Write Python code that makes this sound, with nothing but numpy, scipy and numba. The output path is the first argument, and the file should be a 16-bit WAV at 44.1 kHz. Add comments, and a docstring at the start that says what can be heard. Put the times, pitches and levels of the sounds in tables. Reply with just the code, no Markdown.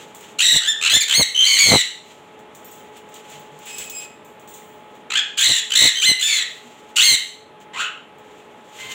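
"""Lorikeets in a wire aviary with sheet-metal walls. A motor hums far off under a steady rush of air.
Feathers rustle, claws tick on the mesh, then the birds screech, often two at once: each call is a stack
of tones near 2 kHz, trilled and roughened by the syrinx, a bird's voice box. From 2 to 5 s there is
mostly ticking and rustling, then the screeches return, and two weaker calls and a rustle end the scene.
All along, the microphone's gain control pulls the background down under the loud calls."""
import sys
import numpy as np
from scipy import signal
from scipy.fft import rfft, irfft, next_fast_len
from scipy.io import wavfile
from scipy.ndimage import uniform_filter1d
from numba import njit

SR = 44100
rng = np.random.default_rng(int(sys.argv[2]) if len(sys.argv) > 2 else 0)


def dump(signal):
    """Clip the signal to [-1, 1] and save it as 16-bit WAV at the path in sys.argv[1]."""
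    limited = np.clip(np.atleast_2d(signal).T, -1, 1)
    pcm = np.round(limited * 32767).astype(np.int16)
    wavfile.write(sys.argv[1], SR, pcm)


N = 394254


def undb(db):
    """Turns decibels into a number to multiply by."""
    return 10 ** (np.asarray(db) / 20)


def unit(x):
    """Scales a signal to an average (rms) size of 1."""
    return x / np.sqrt(np.mean(x ** 2))


def colour(table, hz):
    """Looks up the gain at hz in a table of frequency_hz, level_db."""
    table_hz, table_db = np.array(table).T
    return undb(np.interp(np.log(hz + 1), np.log(table_hz), table_db))


def noise(table, size):
    """Noise of rms 1, shaped by a table of frequency_hz, level_db."""
    n = next_fast_len(size)
    spectrum = rfft(rng.standard_normal(n)) * colour(table, np.arange(n // 2 + 1) * SR / n)
    return unit(irfft(spectrum, n)[:size])


def wander(rate_hz, size):
    """A smooth random wobble of rms 1."""
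    width = int(SR / rate_hz)
    return unit(uniform_filter1d(uniform_filter1d(rng.standard_normal(size), width), width))


def add(out, start_s, x):
    """Mixes x into out from start_s on."""
    i = int(start_s * SR)
    out[i:i + len(x)] += x[:N - i]


# The tone of the distant rush: frequency_hz, level_db
AIR_TONE = [(15, -63), (25, -56), (63, -20), (242, -8.5), (293, -11), (427, -7.5), (734, -12.5),
            (863, -10.5), (1520, -19.5), (1940, -18.5), (3430, -23), (4870, -42.5), (7110, -40),
            (16000, -52)]
def air():
    """A soft, distant rush that swells a little."""
    return undb(-44.5 + 0.64 * wander(0.23, N)) * noise(AIR_TONE, N)


# The motor's tones: pitch_hz, level_db, drift_hz
MOTOR_TONES = [(428.4, -53, 3.98), (613, -60.5, 6.8), (847, -50.5, 2.07), (1290, -62, 7.3)]
def motor():
    """A far-off motor hums, each tone wavering in pitch and loudness."""
    out = np.zeros(N)
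    for pitch_hz, level_db, drift_hz in MOTOR_TONES:
        level = undb(level_db + 2 * wander(10, N))
        hz = pitch_hz + drift_hz * wander(15.2, N)
        out += np.sqrt(2) * level * np.sin(np.cumsum(2 * np.pi * hz / SR))
    return out


# Stirs of feathers and feet: peak_s, level_db, fall_s (time to fade by 20 dB)
STIRS = [(0.0, -40, .14), (0.248, -43.5, 0.2), (2.1, -45.5, 0.29), (2.71, -53.5, .5), (2.97, -52, 0.1),
         (3.16, -42.5, 0.12), (3.32, -42, 0.16), (3.7, -38.5, 0.28), (3.82, -39, 0.17), (4.02, -40.5, 0.09),
         (4.58, -57.5, 0.66), (4.95, -57, .1), (6.55, -44.5, 0.54), (7.613, -52, 0.05), (8.322, -55, .5),
         (8.819, -36, 0.28), (8.92, -32.5, 0.05)]
def rustle():
    """Feathers and feet make a grainy hiss; each stir rises twice as fast as it fades."""
    hiss = noise([(800, -10.5), (3200, 7.5), (5100, -9), (7200, 4), (10000, -17), (15000, -13)], N)
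    grain = undb(2 * wander(55, N))
    t = np.arange(N) / SR
    level = sum(undb(level_db - 20 * np.maximum(2 * (peak_s - t), t - peak_s) / fall_s)
                for peak_s, level_db, fall_s in STIRS)
    return hiss * grain * level


# The tones of one ringing wire: multiple (of wire_hz), level_db
WIRE_TONES = [(.58, -13), (1, -6.5), (1.27, -5), (1.5, -1.5), (2.129, 1.5), (2.6, -5.5), (2.73, 11.5)]
# Claws and beaks hitting the mesh: start_s, level_db, ring_s, wire_hz, ring_db (added to level_db)
CLAW_TICKS = [(0.148, -27.5, 0.29, 6470, -24), (0.2085, -31, 0.091, 6320, -24),
              (0.2399, -42, .15, 6320, -24), (2.081, -74, .2, 6030, -28), (2.3915, -41, .14, 5960, -27),
              (2.5498, -30, 0.24, 6100, -29), (2.6462, -37.5, .35, 5600, -2),
              (2.715, -31.5, 0.44, 6320, -18), (2.9682, -35, .15, 6170, -20), (3.0894, -42, .15, 5970, -16),
              (3.142, -29, .2, 6200, -28), (3.2995, -31, 0.13, 5970, -26), (3.395, -36, 0.16, 6060, -13),
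              (3.59, -36, 0.16, 5800, -15), (3.6565, -29, 0.39, 6470, -18), (3.784, -16, .2, 6400, -23),
              (3.8503, -29, .15, 6410, -16), (3.8985, -18, .15, 6700, -17), (4.2482, -40, 0.43, 5330, -20),
              (4.3974, -40, 0.25, 6290, -18), (4.476, -33.5, 0.97, 5730, -15),
              (4.539, -27.5, 0.33, 6490, -28), (4.952, -45, .15, 6430, -24), (7.603, -43, .15, 6270, -17),
              (8.184, -43.5, .14, 6100, -17.5)]
def mesh_ticks():
    """Each hit makes a crack, then the wire rings and the mesh rattles."""
    out, t = np.zeros(N), np.arange(SR // 2) / SR
    rattle_tone = [(1500, -22), (3500, 8.5), (5100, -7), (7200, 15.5), (11000, -8), (15000, 6)]
    for start_s, level_db, ring_s, wire_hz, ring_db in CLAW_TICKS:
        ring = 0
        for multiple, tone_db in WIRE_TONES:
            hz = min(multiple * wire_hz, 15600)
            ring += undb(tone_db + 4 * wander(80, len(t))) * np.sin(2 * np.pi * hz * t)
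        rattle = noise(rattle_tone, len(t))
        crack = .5 * np.exp(-t / 0.00054) * rattle
        tail = undb(-60 * t / ring_s) * (undb(ring_db) * unit(ring) + 0.23 * rattle)
        add(out, start_s, undb(level_db) * (crack + tail))
    return out


# The tone of the calls as heard through the microphone, bright near 3-4 and 7 kHz, hollow near 5 kHz:
# frequency_hz, gain_db
CALL_TONE = [(500, -51), (1200, -11), (2100, -4.5), (3000, 3.5), (4000, 0.5), (5100, -14.5), (6300, -8.5),
             (7400, 0), (9000, -21), (10500, -21.5), (12300, -33), (15000, -23), (16500, -41.5)]
def syrinx(hz, rough, half_db, breath_db, tilt_db):
    """The voice box buzzes with a stack of tones; a hoarse one adds flutter and breath."""
    phase = np.cumsum(np.pi * hz / SR)  # runs at half the pitch, so k = 2 is the pitch itself
    voice, power = 0, 0
    for k in range(1, 24):
        tone_hz = k * hz / 2
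        gain = colour(CALL_TONE, tone_hz) * (tone_hz < .38 * SR) * undb(tilt_db * np.log2(k / 4))
        gain *= undb(3.5 * (k == 4))  # the open beak favours twice the pitch
        # closing harder every second cycle adds the odd, in-between tones
        gain *= undb(half_db * (1.5 - rough / 2) * (k % 2))
        flutter = undb(5.5 * rough * wander(470, len(hz)))
        slip = .6 * np.sqrt(k) * rough * wander(580, len(hz))  # high tones slip out of step more
        voice += gain * flutter * np.cos(k * phase + k * k + slip)
        power += gain ** 2 / 2
    breath = undb(breath_db) * rough ** 2 * noise(CALL_TONE, len(hz))
    return unit(voice / np.sqrt(power)) + breath


def beak_puffs(beats):
    """Gusts from the beak hit the microphone as dull thumps, one a beat, each its own size."""
    beat = beats % 1
    strength = undb(3.8 * rng.standard_normal(64))[beats.astype(int)]
    gust = strength * (0.13 + 4 * beat * np.exp(1 - beat / 0.085))
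    gust *= 1 + 4.3 * noise([(100, -1.5), (300, -7), (900, -10.5), (2500, -5.5)], len(beats))
    return unit(signal.sosfilt(signal.butter(3, [72.4, 900], "bandpass", fs=SR, output="sos"), gust))


LEAD_RISE_HZ_PER_S, LEAD_RISE_DB, JUMP_HZ_PER_S, SHORTEST_JUMP_S = 2300, 6.5, 22000, .012
PUFF_RISE_DB_PER_S, PUFF_FALL_DB_PER_S = 334, 650.5
ATTACK_S, RELEASE_S = 0.011, 0.006
def screech(row, lead_rough, body_rough, lead_throb):
    """One call: a hoarse lead-in jumps to the main body, swells and fades. Returns voice and puffs."""
    lead_s, swell_s, fade_s, lead_hz, first_hz, middle_hz, last_hz = row[:7]
    lead_db, first_db, crest_db, last_db, puff_db = row[7:12]
    trill_hz, swing, body_throb, half_db, breath_db, tilt_db = row[12:]
    crest_s = lead_s + swell_s
    end_s = crest_s + fade_s
    t = np.arange(0, end_s, 1 / SR)

    rising_hz = lead_hz + LEAD_RISE_HZ_PER_S * np.minimum(t, lead_s)
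    jump_s = max(abs(first_hz - rising_hz[-1]) / JUMP_HZ_PER_S, SHORTEST_JUMP_S)
    body_s = lead_s + min(jump_s, .9 * swell_s)
    jump = np.interp(t, [lead_s, body_s], [0, 1])  # 0 in the lead-in, 1 in the body
    progress = np.clip((t - body_s) / (end_s - body_s), 0, 1)
    arch = 1 - abs(2 * progress - 1) ** 3  # a flat-topped curve
    body_hz = first_hz + (last_hz - first_hz) * progress + (middle_hz - (first_hz + last_hz) / 2) * arch
    hz = (1 - jump) * rising_hz + jump * body_hz
    hz *= 1 - .08 * np.clip(1 - (end_s - t) / .018, 0, 1)  # the pitch sags as the air runs out

    db = np.interp(t, [0, lead_s, body_s, crest_s, end_s],
                   [lead_db - LEAD_RISE_DB, lead_db, first_db, crest_db, last_db])
    puff_db -= np.maximum(PUFF_RISE_DB_PER_S * (crest_s - t), PUFF_FALL_DB_PER_S * (t - crest_s))
    hz, db, puff_db = (uniform_filter1d(curve, 400, mode="nearest") for curve in (hz, db, puff_db))

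    # every beat of the trill opens the airflow and sweeps the pitch up
    beats = np.cumsum(trill_hz * (1 + 0.057 * wander(40, len(t))) / SR)
    beat = beats % 1
    throb = lead_throb + (body_throb - lead_throb) * jump
    sharpness = 2.5 - 1.5 * jump
    airflow = (1 - throb * np.cos(np.pi * beat) ** 2) ** sharpness
    rough = lead_rough + (body_rough - lead_rough) * jump
    jitter = .035 * rough ** 2 * wander(900, len(t))
    hz *= 1 + swing * (2 * beat - 1) + jitter

    voice = undb(db) * unit(airflow) * syrinx(hz, rough, half_db, breath_db, tilt_db)
    voice_fade = np.clip(np.minimum(t / ATTACK_S, (end_s - t) / RELEASE_S), 0, 1)
    puff_fade = np.clip(np.minimum(t, end_s - t) / .02, 0, 1) ** 2
    return voice_fade * voice, puff_fade * undb(puff_db) * beak_puffs(beats)


# The calls, one a row: start_s, lead_s, swell_s, fade_s, lead_hz, first_hz, middle_hz, last_hz,
# lead_db, first_db, crest_db, last_db, puff_db, trill_hz, swing (share of the pitch),
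# body_throb (0 steady to 1 pulsing), half_db (in-between tones) and breath_db (both at full roughness),
# tilt_db (per octave). "Lead" is the lead-in; "first", "middle" and "last" belong to the body.
CALLS = [ (0.384, 0.023, 0.16, 0.029, 1375, 1952, 1912, 1948, -6, -6.5, -3.5, -14, -23, 68.8, 0.053, 0.1, -12.5, -17, 2.5),
         (0.6, 0.07, 0.035, 0.028, 1438, 1745, 1793, 1740, -14, -7.5, -9.5, -21, -74, 71.5, 0.0039, 0.26, -23, -17, 0),
         (0.808, 0.041, .018, 0.023, 1239, 1346, 1353, 1360, -11, -11, -11.5, -15, -45.5, 79, 0.047, .6, -16, 8, .5),
         (0.89, 0.013, 0.071, 0.02, 1945, 2060, 2047, 2173, -5.5, -14, -10, -23, -23.5, 69, 0.01, .2, -9.5, -11, 3.5),
         (0.895, 0.042, 0.031, 0.019, 1567, 1753, 1818, 1855, -6, -0.5, -3.5, -9.5, -20.5, 59.2, 0.0038, .33, -28, -7, 4.5),
         (1.0, .002, .018, 0.029, 2520, 2365, 2043, 1860, -10, -6, -9.5, -17.5, -33, 67.8, .0034, .097, -26.5, -20.5, 6),
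         (1.075, 0.056, .085, .02, 1507, 2087, 2164, 1993, -9, -4, -5.5, -0.5, -12, 69.15, 0.01, 0, -28, 0.5, 5),
         (1.343, .052, .026, 0.16, 3008, 3143, 3062, 3090, -4, -7.5, -4.5, -20.5, -47, 66.2, 0.003, .4, -31, -0.5, -1.5),
         (1.43, 0.028, .11, 0.019, 2005, 2241, 2165, 2073, -6.5, -9, -7, -9, -35.5, 98.7, 0.041, 0.48, -10, -23, 3.5),
         (1.578, 0.0059, 0.16, 0.078, 2103, 2284, 2082, 1905, -1, -3.5, -3, -10, 1.5, 97.6, 0.028, 0.34, -9.5, -1, 3.5),
         (3.66, 0.0077, .148, 0.072, 2525, 2543, 2563, 2573, -37, -40, -33, -40, -42, 61.4, .0023, 0.2, -30, -3, 7.5),
         (3.9, .024, 0.049, 0.084, 2560, 2525, 2530, 2560, -36, -37, -28, -40.5, -51, 60.7, .0023, 0.26, -28, -1, 6.5),
         (5.098, 0.052, 0.029, 0.031, 1256, 1720, 1685, 1636, -17, -13, -9, -15.5, -42, 58.7, 0.033, 0.7, -6, 0, -4.5),
         (5.371, 0.053, 0.091, 0.088, 1568, 2013, 1928, 1806, -7.5, -6, -8, -12.5, -23.5, 63.36, .077, 0.33, -7, -4.5, 3.5),
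         (5.699, .046, .114, 0.041, 1462, 1894, 1963, 1905, -13, -4, -1, -8, -9.5, 58.25, .13, 0.7, -10.5, 7, 3.5),
         (5.949, 0.039, .11, 0.0057, 3057, 3114, 3022, 3078, -11.5, -16, -12, -13.5, -43, 69.5, 0.013, 0.6, -9, -19.5, 3),
         (6.015, .004, .09, 0.027, 1132, 2067, 2043, 1980, -8, -6, -2, -17, -20.5, 73.3, 0.012, 0, -23, -11, 2.5),
         (6.19, 0.029, 0.019, 0.16, 1442, 1735, 1773, 1699, -12.5, -11, -11, -16, -55, 74, 0.012, 0.25, -5, -15, 4.5),
         (6.265, .015, 0.049, 0.11, 2330, 2330, 2063, 1943, -16, -19, -14.5, -18.5, -58, 70.3, 0.029, .3, -29, 6.5, -0.5),
         (6.957, 0.051, 0.13, .022, 1401, 2149, 2101, 1947, -5, -2.5, -2.5, -6.5, -23, 126.5, 0.011, 0.2, -8.5, -7.5, 4.5),
         (7.73, 0.038, 0.042, 0.079, 957, 1333, 1414, 1346, -27.5, -27, -17.5, -37, -45, 81.7, 0.082, .06, -11, -0.5, -13),
         (8.78, 0.017, 0.085, 0.076, 993, 1038, 1038, 1046, -37, -37.5, -41, -38, -41, 65.8, .0087, 0, -4, -5, -7),
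         ]
# How hoarse each of those calls is: lead_rough, body_rough (0 clear to 1 ragged), lead_throb (0 to 1)
HOARSENESS = [(1, .62, .5), (.85, .2, .6), (.5, .6, .6), (.6, .45, .4), (.7, .2, .4), (.25, .3, .2),
              (1, .27, .6), (.35, .45, .5), (.5, .55, .5), (.9, .47, .5), (.45, .45, .5), (.4, .33, .4),
              (.75, .55, .7), (.85, .6, .2), (.6, .28, 1), (.45, .48, .5), (.5, .22, .3), (.9, .5, .4),
              (.5, .45, .4), (.95, .47, .15), (.7, .8, .2), (.5, .5, .3)]
def lorikeets():
    """The birds call in turn or over each other. Returns voices and puffs of air."""
    voices, puffs = np.zeros(N), np.zeros(N)
    for (start_s, *row), hoarseness in zip(CALLS, HOARSENESS):
        voice, puff = screech(row, *hoarseness)
        add(voices, start_s, voice)
        add(puffs, start_s, puff)
    return voices, puffs


# Faint low tones: start_s, length_s, pitch_hz, level_db (average over the tone)
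LOW_TONES = [(3.31, 0.14, 148, -53), (3.49, 0.099, 149, -52), (6.62, 0.087, 241, -48.5)]
def low_tones():
    """Three short, low hoots swell and fade in the background."""
    out = np.zeros(N)
    for start_s, length_s, pitch_hz, level_db in LOW_TONES:
        t = np.arange(0, length_s, 1 / SR)
        swell = 2 * np.sin(np.pi * t / length_s)
        add(out, start_s, undb(level_db) * swell * np.sin(2 * np.pi * pitch_hz * t))
    return out


# Dips caused by the microphone's case: frequency_hz, gain_db
CASE_DIPS = [(1000, 0), (4500, -1), (5100, -3), (5700, -0.5), (10800, -1), (12200, -4), (13500, -1)]
def microphone_case(x):
    """The case around the microphone weakens parts of the treble."""
    n = next_fast_len(N)
    return irfft(rfft(x, n) * colour(CASE_DIPS, np.arange(n // 2 + 1) * SR / n), n)[:N]


BRIGHT_ECHO_S, DULL_ECHO_S, ECHO_GAP_S, ECHO_DB = .4, .42, 0.0051, -6
def wall_echoes(x):
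    """The metal walls add dense echoes, the treble dying a little sooner."""
    t = np.arange(SR) / SR
    bright = noise([(5000, -2), (12000, -8)], SR) * undb(-60 * t / BRIGHT_ECHO_S)
    dull = noise([(3000, 21.5), (9000, -31.5)], SR) * undb(-60 * t / DULL_ECHO_S)
    tail = (bright + dull) * (t > ECHO_GAP_S)
    return x + undb(ECHO_DB) * signal.oaconvolve(x, tail / np.sqrt(np.sum(tail ** 2)))[:N]


def scene():
    """All the sounds meet at one microphone, which feeds both channels."""
    voices, puffs = lorikeets()
    echoing = wall_echoes(microphone_case(voices) + mesh_ticks())
    mono = echoing + puffs + rustle() + air() + motor() + low_tones()
    return np.array([mono, mono])


@njit
def follow_level(x, rise_s, fall_s):
    """Tracks how loud x is, rising and falling at separate speeds."""
    out, level = np.empty(len(x)), 0.
    for i in range(len(x)):
        gap = abs(x[i]) - level
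        level += gap / (SR * (rise_s if gap > 0 else fall_s))
        out[i] = level
    return out


BASS_CUT_HZ, TOP_CUT_HZ, GAIN_KNEE_DB, GAIN_SLOPE, CEILING = 77, 15800, -20.5, 0.35, .9
def record(dry):
    """Gain control turns loud moments down and recovers slowly; peaks are rounded, bass and top cut."""
    dry = signal.sosfilt(signal.butter(2, BASS_CUT_HZ, "highpass", fs=SR, output="sos"), dry)
    level = follow_level(dry[0], rise_s=0.0029, fall_s=.14)
    gain = (1 + level / undb(GAIN_KNEE_DB)) ** -GAIN_SLOPE
    rounded = CEILING * np.tanh(dry * gain / CEILING)
    return signal.sosfilt(signal.ellip(10, .2, 70, TOP_CUT_HZ, fs=SR, output="sos"), rounded)


dry = scene()
out = record(dry)
dump(out)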